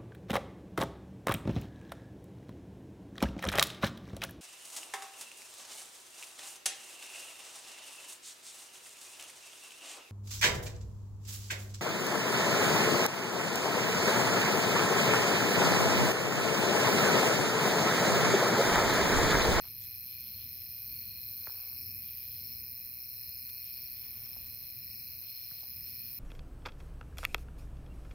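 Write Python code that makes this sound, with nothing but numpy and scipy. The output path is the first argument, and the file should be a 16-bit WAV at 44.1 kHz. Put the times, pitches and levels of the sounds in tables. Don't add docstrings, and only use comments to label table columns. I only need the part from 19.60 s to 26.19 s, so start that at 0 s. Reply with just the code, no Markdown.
import sys
import numpy as np
from scipy import signal
from scipy.fft import rfft, irfft, next_fast_len
from scipy.io import wavfile
from scipy.ndimage import uniform_filter1d

SR = 44100
rng = np.random.default_rng(int(sys.argv[2]) if len(sys.argv) > 2 else 0)


def dump(signal):
    limited = np.clip(np.atleast_2d(signal).T, -1, 1)
    pcm = np.round(limited * 32767).astype(np.int16)
    wavfile.write(sys.argv[1], SR, pcm)


N = 290619
T = np.arange(N) / SR


def undb(db):
    return 10 ** (np.asarray(db) / 20)


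def unit(x):
    return x / np.sqrt(np.mean(x ** 2) + 1e-20)


def steady(x, size=4410):
    return x / np.sqrt(np.maximum(uniform_filter1d(x ** 2, size), 1e-12))


def curve(rows):
    return np.interp(T, *np.transpose(rows))


def bout(start, length, attack_s, release_s):
    rise = (T - start) / attack_s
    fall = (start + length - T) / release_s
    return np.clip(np.minimum(rise, fall), 0, 1)


def walk(rate):
    steps = rng.standard_normal(2048)
    return np.interp(T * rate, np.arange(len(steps)), steps)


def pan(db):
    return undb(np.array([[db], [-db]]) / 2)


def colour(x, points):
    hz, db = np.transpose(points)
    size = next_fast_len(N + 4096)
    f = np.maximum(np.fft.rfftfreq(size, 1 / SR), 1)
    gain = undb(np.interp(np.log(f), np.log(hz), db, left=-90, right=-90))
    return unit(irfft(rfft(x, size) * gain, size)[..., :N])


def band(x, hz, width_hz):
    edges = np.clip([hz - width_hz / 2, hz + width_hz / 2], 20, SR / 2 - 100)
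    band_filter = signal.butter(2, edges, "band", fs=SR, output="sos")
    return unit(signal.sosfilt(band_filter, x))


def stereo_noise(side_db):
    mid, side = rng.standard_normal((2, N))
    return mid + undb(side_db) * side * np.array([[1], [-1]])


def scatter(x, t60, channels=2, count=5):
    t = T[:SR // 2]
    out = 0
    for k in range(count):
        echoes = rng.standard_normal((channels, len(t))) * undb(-60 * t / t60)
        distance = np.abs(T / T[-1] * (count - 1) - k)
        share = np.cos(np.pi / 2 * np.minimum(distance, 1))
        out = out + share * signal.fftconvolve(np.atleast_2d(x), echoes, axes=1)[:, :N]
    return unit(out)


def background(flutter_db=1.7):
    # (time [s], level [dB])
    rumble_level = [(0, -58), (.15, -59), (.4, -61), (.8, -58), (1.21, -62), (1.3, -57), (2.04, -63),
                    (2.24, -56), (2.6, -62), (2.84, -57), (3.3, -61.5), (4.15, -62), (4.6, -58.5),
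                    (5, -59.5), (5.6, -59.5), (5.78, -65), (6.28, -57.5), (6.59, -59)]
    # (frequency [Hz], level [dB])
    rumble_colour = [(18, -21), (27, -28), (36, -9.5), (50, -5.5), (70, -1), (97, 1.5), (125, -3.5),
                     (170, -12.5), (260, -43.5), (400, -44)]
    surge_colour = [(110, -18), (170, -0.5), (228, 0.5), (280, -6.5), (400, -12), (600, -23), (900, -56)]
    air_colour = [(250, -3.5), (500, 3.5), (800, 0), (1100, -0.5), (1700, -0.5), (2700, 7), (3200, -9),
                  (5500, -4.5), (6500, -35), (7300, -100), (10000, -44)]
    # (time [s], level [dB])
    hush_level = [(0, -70), (1.1, -72.5), (2.4, -70.5), (3.7, -71), (5.3, -69.5), (6.59, -69)]
    surge_db, surge_swing = -70, 1.57

    level_db = curve(rumble_level)
    rumble = colour(stereo_noise(-13.5), rumble_colour) * undb(level_db) * pan(2.6)
    surge_level_db = surge_db + surge_swing * (level_db - level_db.mean())
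    surge = colour(stereo_noise(-9.0), surge_colour) * undb(surge_level_db) * pan(2.1)
    air_db = curve(hush_level) + flutter_db * walk(22)
    air = colour(stereo_noise(-0.47), air_colour) * undb(air_db) * pan(3.3)
    return rumble + surge + air


def cricket(hz, rate, duty=.6, droop=.035, wander=.004, uneven=.025, flicker_db=2.0, start=None, arch=0, stroke_db=0):
    turns = np.cumsum(rate * (1 + uneven * walk(6))) / SR
    turns = turns - (rng.random() if start is None else np.interp(start, T, turns))
    u = np.minimum(turns % 1 / duty, 1)
    stroke_number = np.floor(turns).astype(int) % 1024
    force_db = stroke_db * rng.standard_normal(1024)[stroke_number]
    pitch = hz * (1 + droop * (.5 - u) + arch * (1 / 8 - (2 * u - 1) ** 2) + wander * walk(45))
    loudness = np.sin(np.pi * u) * undb(force_db + flicker_db * walk(12))
    return unit(loudness * np.sin(2 * np.pi * np.cumsum(pitch) / SR))


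def droners(pan_db=2):
    # (tone [Hz], pace [strokes/s], sounding share of each stroke [0-1], pitch wander [share], level [dB])
    singers = [(2195, 56.4, .35, .0004, -78.5), (2499, 38.4, .55, .007, -74), (5614, 30, .65, .004, -76),
               (6335, 13.5, .4, .008, -80.5)]
    voices = 0
    for hz, rate, duty, wander, db in singers:
        voice = cricket(hz, rate, duty, droop=0, wander=wander, uneven=0.0072)
        voices = voices + undb(db) * voice
    return voices * pan(pan_db)


def choirs(count=4, blur_width=1.48, side_db=-2, swell_db=1.5):
    # (middle tone [Hz], spread [Hz], middle pace [pulses/s], level [dB], left minus right [dB])
    groups = [(1936, 120, 48, -76, 1), (2253, 80, 44, -73.5, 3), (2457, 125, 44, -65.5, 2),
              (2764, 90, 38, -77, 3), (4232, 180, 36, -60, 5), (4840, 45, 49, -75.5, 2),
              (5250, 160, 46, -60.5, 7.5), (5910, 130, 36, -73.5, 2), (6300, 120, 12, -76.5, -4.5)]
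    out = 0
    for hz, spread_hz, rate, db, pan_db in groups:
        voices = 0
        for place in np.linspace(-1, 1, count):
            voice = cricket(hz + place * spread_hz, rate * (1 + .2 * place),
                            duty=.55, droop=.03, wander=.01, uneven=.06, stroke_db=1.5)
            lag = int(round(place * SR / hz / 4))
            voices = voices + undb(-4 * place ** 2) * np.array([voice, np.roll(voice, lag)])
        blur = band(stereo_noise(side_db), hz, blur_width * spread_hz)
        level = undb(db + swell_db * walk(5))
        out = out + unit(unit(voices) + blur) * level * pan(pan_db)
    return out


def far_insects(flutter_db=2):
    # (start [s], length to the middle of the fade-out [s], level [dB])
    rasps = [(-.02, 0.46, -74.5), (0.436, 0.59, -69.5), (1.1, 0.99, -76), (2.38, 0.48, -70),
             (3.995, 0.33, -71), (4.34, 0.54, -72), (4.978, 0.23, -77), (5.61, 0.52, -72),
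             (6.222, 0.58, -75)]
    attack_s, release_s = 0.066, 0.33
    rest_db = -82.5
    rasps_per_s, swing_db = 6.6, 2.5

    bouts = undb(rest_db)
    for start, length, db in rasps:
        beats_db = -swing_db * np.cos(2 * np.pi * rasps_per_s * (T - start))
        bouts = bouts + undb(db + beats_db) * bout(start, length + release_s / 2, attack_s, release_s)
    hiss = band(stereo_noise(-0.37), 3270, 1100)
    return hiss * bouts * undb(flutter_db * walk(60)) * pan(0.85)


def trills(pan_db=6):
    # (start [s], length [s], tone [Hz], level [dB], pitch wander [share])
    trill_table = [(0.47, 0.395, 4300, -59, .003), (1.0, .32, 4800, -74, .01),
                   (1.235, 0.39, 4290, -58.7, .004), (1.24, 0.33, 4440, -66.5, .006),
                   (1.78, 0.33, 4440, -66, .007), (2.056, 0.28, 4530, -64.5, .005),
                   (2.4, 0.28, 4590, -69, .007), (2.42, .3, 4800, -75, .01), (2.68, .33, 4440, -68, .009),
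                   (3.62, 0.38, 4295, -61, .004), (3.64, .25, 4800, -73, .01), (3.92, 0.6, 4380, -64, .01),
                   (4.1, .3, 4580, -68, .008), (5.25, 0.33, 4530, -66, .008),
                   (5.665, 0.22, 4286, -58.5, .004), (5.83, .18, 4270, -63, .004),
                   (5.84, .3, 4800, -72.5, .01), (6.22, 0.32, 4270, -62.5, .005),
                   (6.26, .3, 4580, -69, .005)]
    # (start [s], length [s], tone [Hz], level [dB])
    chirp_table = [(.63, .11, 5300, -63), (.96, .15, 5330, -63), (1.83, .24, 5310, -63.5),
                   (2.09, .27, 5400, -58.5), (2.12, .27, 5230, -64), (2.71, .28, 5400, -62),
                   (3.1, .22, 5290, -64.5), (3.35, .29, 5400, -62.5), (3.66, .2, 5260, -66),
                   (3.96, .34, 5390, -62), (4.27, .2, 5280, -63.5), (4.59, .23, 5400, -61.5),
                   (5.17, .29, 5350, -60.5), (5.67, .24, 5250, -62), (5.79, .13, 5390, -61),
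                   (6.18, .2, 5310, -61.5)]
    fade_s, echo_db = 0.035, -7
    droop, stroke_db = .014, 1.7

    out = 0
    for start, length, hz, db, wander in trill_table:
        voice = cricket(hz, rate=41, duty=.82, droop=droop, wander=wander, uneven=.012,
                        flicker_db=0.0, start=start, stroke_db=stroke_db)
        out = out + undb(db) * bout(start, length, fade_s, fade_s) * voice
    for start, length, hz, db in chirp_table:
        voice = cricket(hz, rate=24.5, duty=.8, droop=droop, wander=.005, uneven=.03,
                        flicker_db=.5, start=start, arch=.035, stroke_db=stroke_db)
        out = out + undb(db) * bout(start, length, fade_s, fade_s) * voice
    echo = undb(echo_db) * np.std(out) * scatter(out, t60=.25, count=1)
    return (out + echo) * pan(pan_db)


def ground(tail_db=-11):
    # (start [s], peak level [dB], middle pitch [Hz], length [s], fall of pitch [natural-log units])
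    twig_table = [(0.036, -54, 1320, 0.0038, 2.3), (0.044, -52, 1070, 0.003, 2.3),
                  (0.053, -56, 1600, 0.0028, 2), (1.8702, -38.3, 1100, 0.0052, 2.0),
                  (1.875, -50, 300, .006, 1.2), (1.8955, -49, 1044, 0.0045, 1.3),
                  (1.958, -53, 1600, 0.003, 1.4), (1.995, -57, 1100, 0.003, 1.8),
                  (2.035, -57, 800, 0.003, 1.9), (2.126, -55, 970, 0.0026, 2.5),
                  (3.8902, -54.5, 1910, 0.0042, 1.9), (4.764, -51.5, 680, 0.0054, 1.64),
                  (5.9127, -53, 1400, 0.004, 1.1), (5.916, -53, 150, 0.015, 1.1),
                  (6.031, -53.5, 760, 0.0033, 0.8)]
    # (middle time [s], half length [s], centre frequency [Hz], level [dB])
    leaf_table = [(0.059, 0.026, 1450, -60), (0.06, 0.032, 3300, -61.5), (0.232, 0.02, 5740, -56.5),
                  (0.254, 0.02, 3500, -65), (1.871, .0015, 3600, -53), (1.878, .007, 1300, -59),
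                  (1.993, 0.19, 990, -69), (3.893, 0.007, 5770, -60.5), (4.069, 0.004, 5640, -56),
                  (4.663, 0.27, 940, -71), (4.82, 0.014, 6000, -64), (4.87, .01, 6500, -65),
                  (5.92, 0.025, 1000, -71), (6.045, 0.025, 750, -70)]

    ticks = 0
    for start, db, hz, length, fall in twig_table:
        u = np.clip((T - start) / length, 0, 1)
        cycles = np.cumsum(hz * np.exp(fall * (.45 - u)) * (u > 0)) / SR
        loudness = np.minimum(5 * u, 1) * (1 - u ** 2)
        ticks = ticks + undb(db) * loudness * np.sin(2 * np.pi * cycles)
    echo = undb(tail_db) * np.std(ticks) * scatter(ticks, t60=0.17, count=1)

    patches = np.repeat(rng.standard_normal(N // 64 + 1), 64)[:N]
    crackle = stereo_noise(-1.8) * undb(4.5 * patches)
    leaves = 0
    for middle, half, hz, db in leaf_table:
        swell = np.exp(-((T - middle) / half) ** 2)
        leaves = leaves + band(crackle, hz, 1.09 * hz) * undb(db) * swell
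    return (ticks + echo + leaves) * pan(1.3)


def turning(x, size=512):
    # (frequency [Hz], level [dB])
    early_colour = [(8000, -3), (8800, -5), (9600, -1), (10500, 1), (12000, -1), (12400, 2.5), (13200, 3.5),
                    (13650, -1), (14200, 0), (14750, -1), (15050, -5), (15600, -1)]
    turn_s, turn_length_s = 1.47, .4
    turn_hz, sweep_hz_per_s = 13000, 9500
    dip_db, dip_hz = -6.5, 450

    hz, t, z = signal.stft(x, SR, nperseg=size)
    early = np.clip((turn_s - t) / turn_length_s + .5, 0, 1)
    early_db = np.interp(hz, *np.transpose(early_colour))[:, None] * early
    centre_hz = turn_hz + sweep_hz_per_s * (t - turn_s)
    notch_db = dip_db * np.exp(-((hz[:, None] - centre_hz) / dip_hz) ** 2)
    notch_db = notch_db * np.exp(-((t - turn_s) / (turn_length_s / 2)) ** 2)
    return signal.istft(z * undb(notch_db + early_db), SR, nperseg=size)[1][..., :N]


def katydid(return_share=.447, jitter_s=.000025, size_db=0.97):
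    # (time [s], level [dB])
    buzz_level = [(0.02, -47), (0.22, -44), (1.04, -44.5), (1.38, -41.7), (1.54, -45.3), (1.68, -42),
                  (2.7, -43), (3.42, -44.3), (4.15, -43.2), (5.06, -45.2), (5.95, -44.7), (6.55, -43.2)]
    # (time [s], pace [strokes/s])
    stroke_pace = [(0, 62.1), (2.2, 62.05), (2.7, 62.25), (3.2, 61.9), (3.6, 62.5), (4.7, 62.5),
                   (4.95, 62.15), (5.4, 62.4), (6.59, 62.1)]
    # (frequency [Hz], level [dB])
    wing_colour = [(8000, -60), (9200, -46), (9650, -31), (10100, -27), (10500, -17), (11300, -13.5),
                   (11800, -18.5), (12300, -7), (12800, -3.5), (13030, -4.5), (13450, .5), (13980, -3.5),
                   (14550, 1), (15000, -4), (15350, -11.5), (15700, -11), (15900, -18)]
    wide_colour = [(7000, -22), (8000, -9), (8350, -6), (8600, .5), (8900, 1.5), (9250, -3), (9500, -2),
                   (10000, -7), (10450, -4.5), (11200, -2.5), (11750, -8), (12150, -2), (12600, -.5),
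                   (13000, -4), (13700, -18), (15000, -32)]
    scrape_s, start_hz, end_hz = .0046, 16600, 7400
    near_echo_db, wide_db, wide_echo_db = -3.2, -55.5, -1

    turns = np.cumsum(curve(stroke_pace)) / SR
    strokes = np.arange(int(turns[-1]) + 1)
    scrape_turns = (strokes[:, None] + [0, return_share]).ravel()
    starts = np.interp(scrape_turns, turns, T) + 0.0035

    late, size, bend = rng.standard_normal((len(starts), 3)).T
    k = np.maximum(np.searchsorted(starts, T + scrape_s / 4) - 1, 0)
    u = np.clip((T - starts[k] - jitter_s * late[k]) / scrape_s, 0, 1)
    sweep = start_hz * u + (end_hz - start_hz) * u ** 2 / 2
    teeth = scrape_s * (sweep + 150 * bend[k] * (u - .5))
    pressure = np.minimum(6 * np.sin(np.pi * u), 1) * undb(size_db * size[k])

    song = colour(pressure * np.sin(2 * np.pi * teeth), wing_colour)
    song = song + undb(near_echo_db) * scatter(song, t60=0.2, channels=1, count=12)
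    main = steady(turning(song)) * undb(curve(buzz_level))

    wide = colour(pressure * np.cos(2 * np.pi * teeth), wide_colour)
    wide = unit(wide + undb(wide_echo_db) * scatter(wide, t60=0.33, channels=1, count=12))
    opposite = undb(wide_db) * turning(wide) * np.array([[1], [-1]])
    return main + opposite


def scene():
    far = background() + droners() + choirs() + far_insects()
    near = trills() + ground() + katydid()
    return far + near


def record(dry):
    top_cut = signal.ellip(12, .1, 80, 15780, fs=SR, output="sos")
    return signal.sosfilt(top_cut, dry)


dry = scene()
out = record(dry)
dump(out)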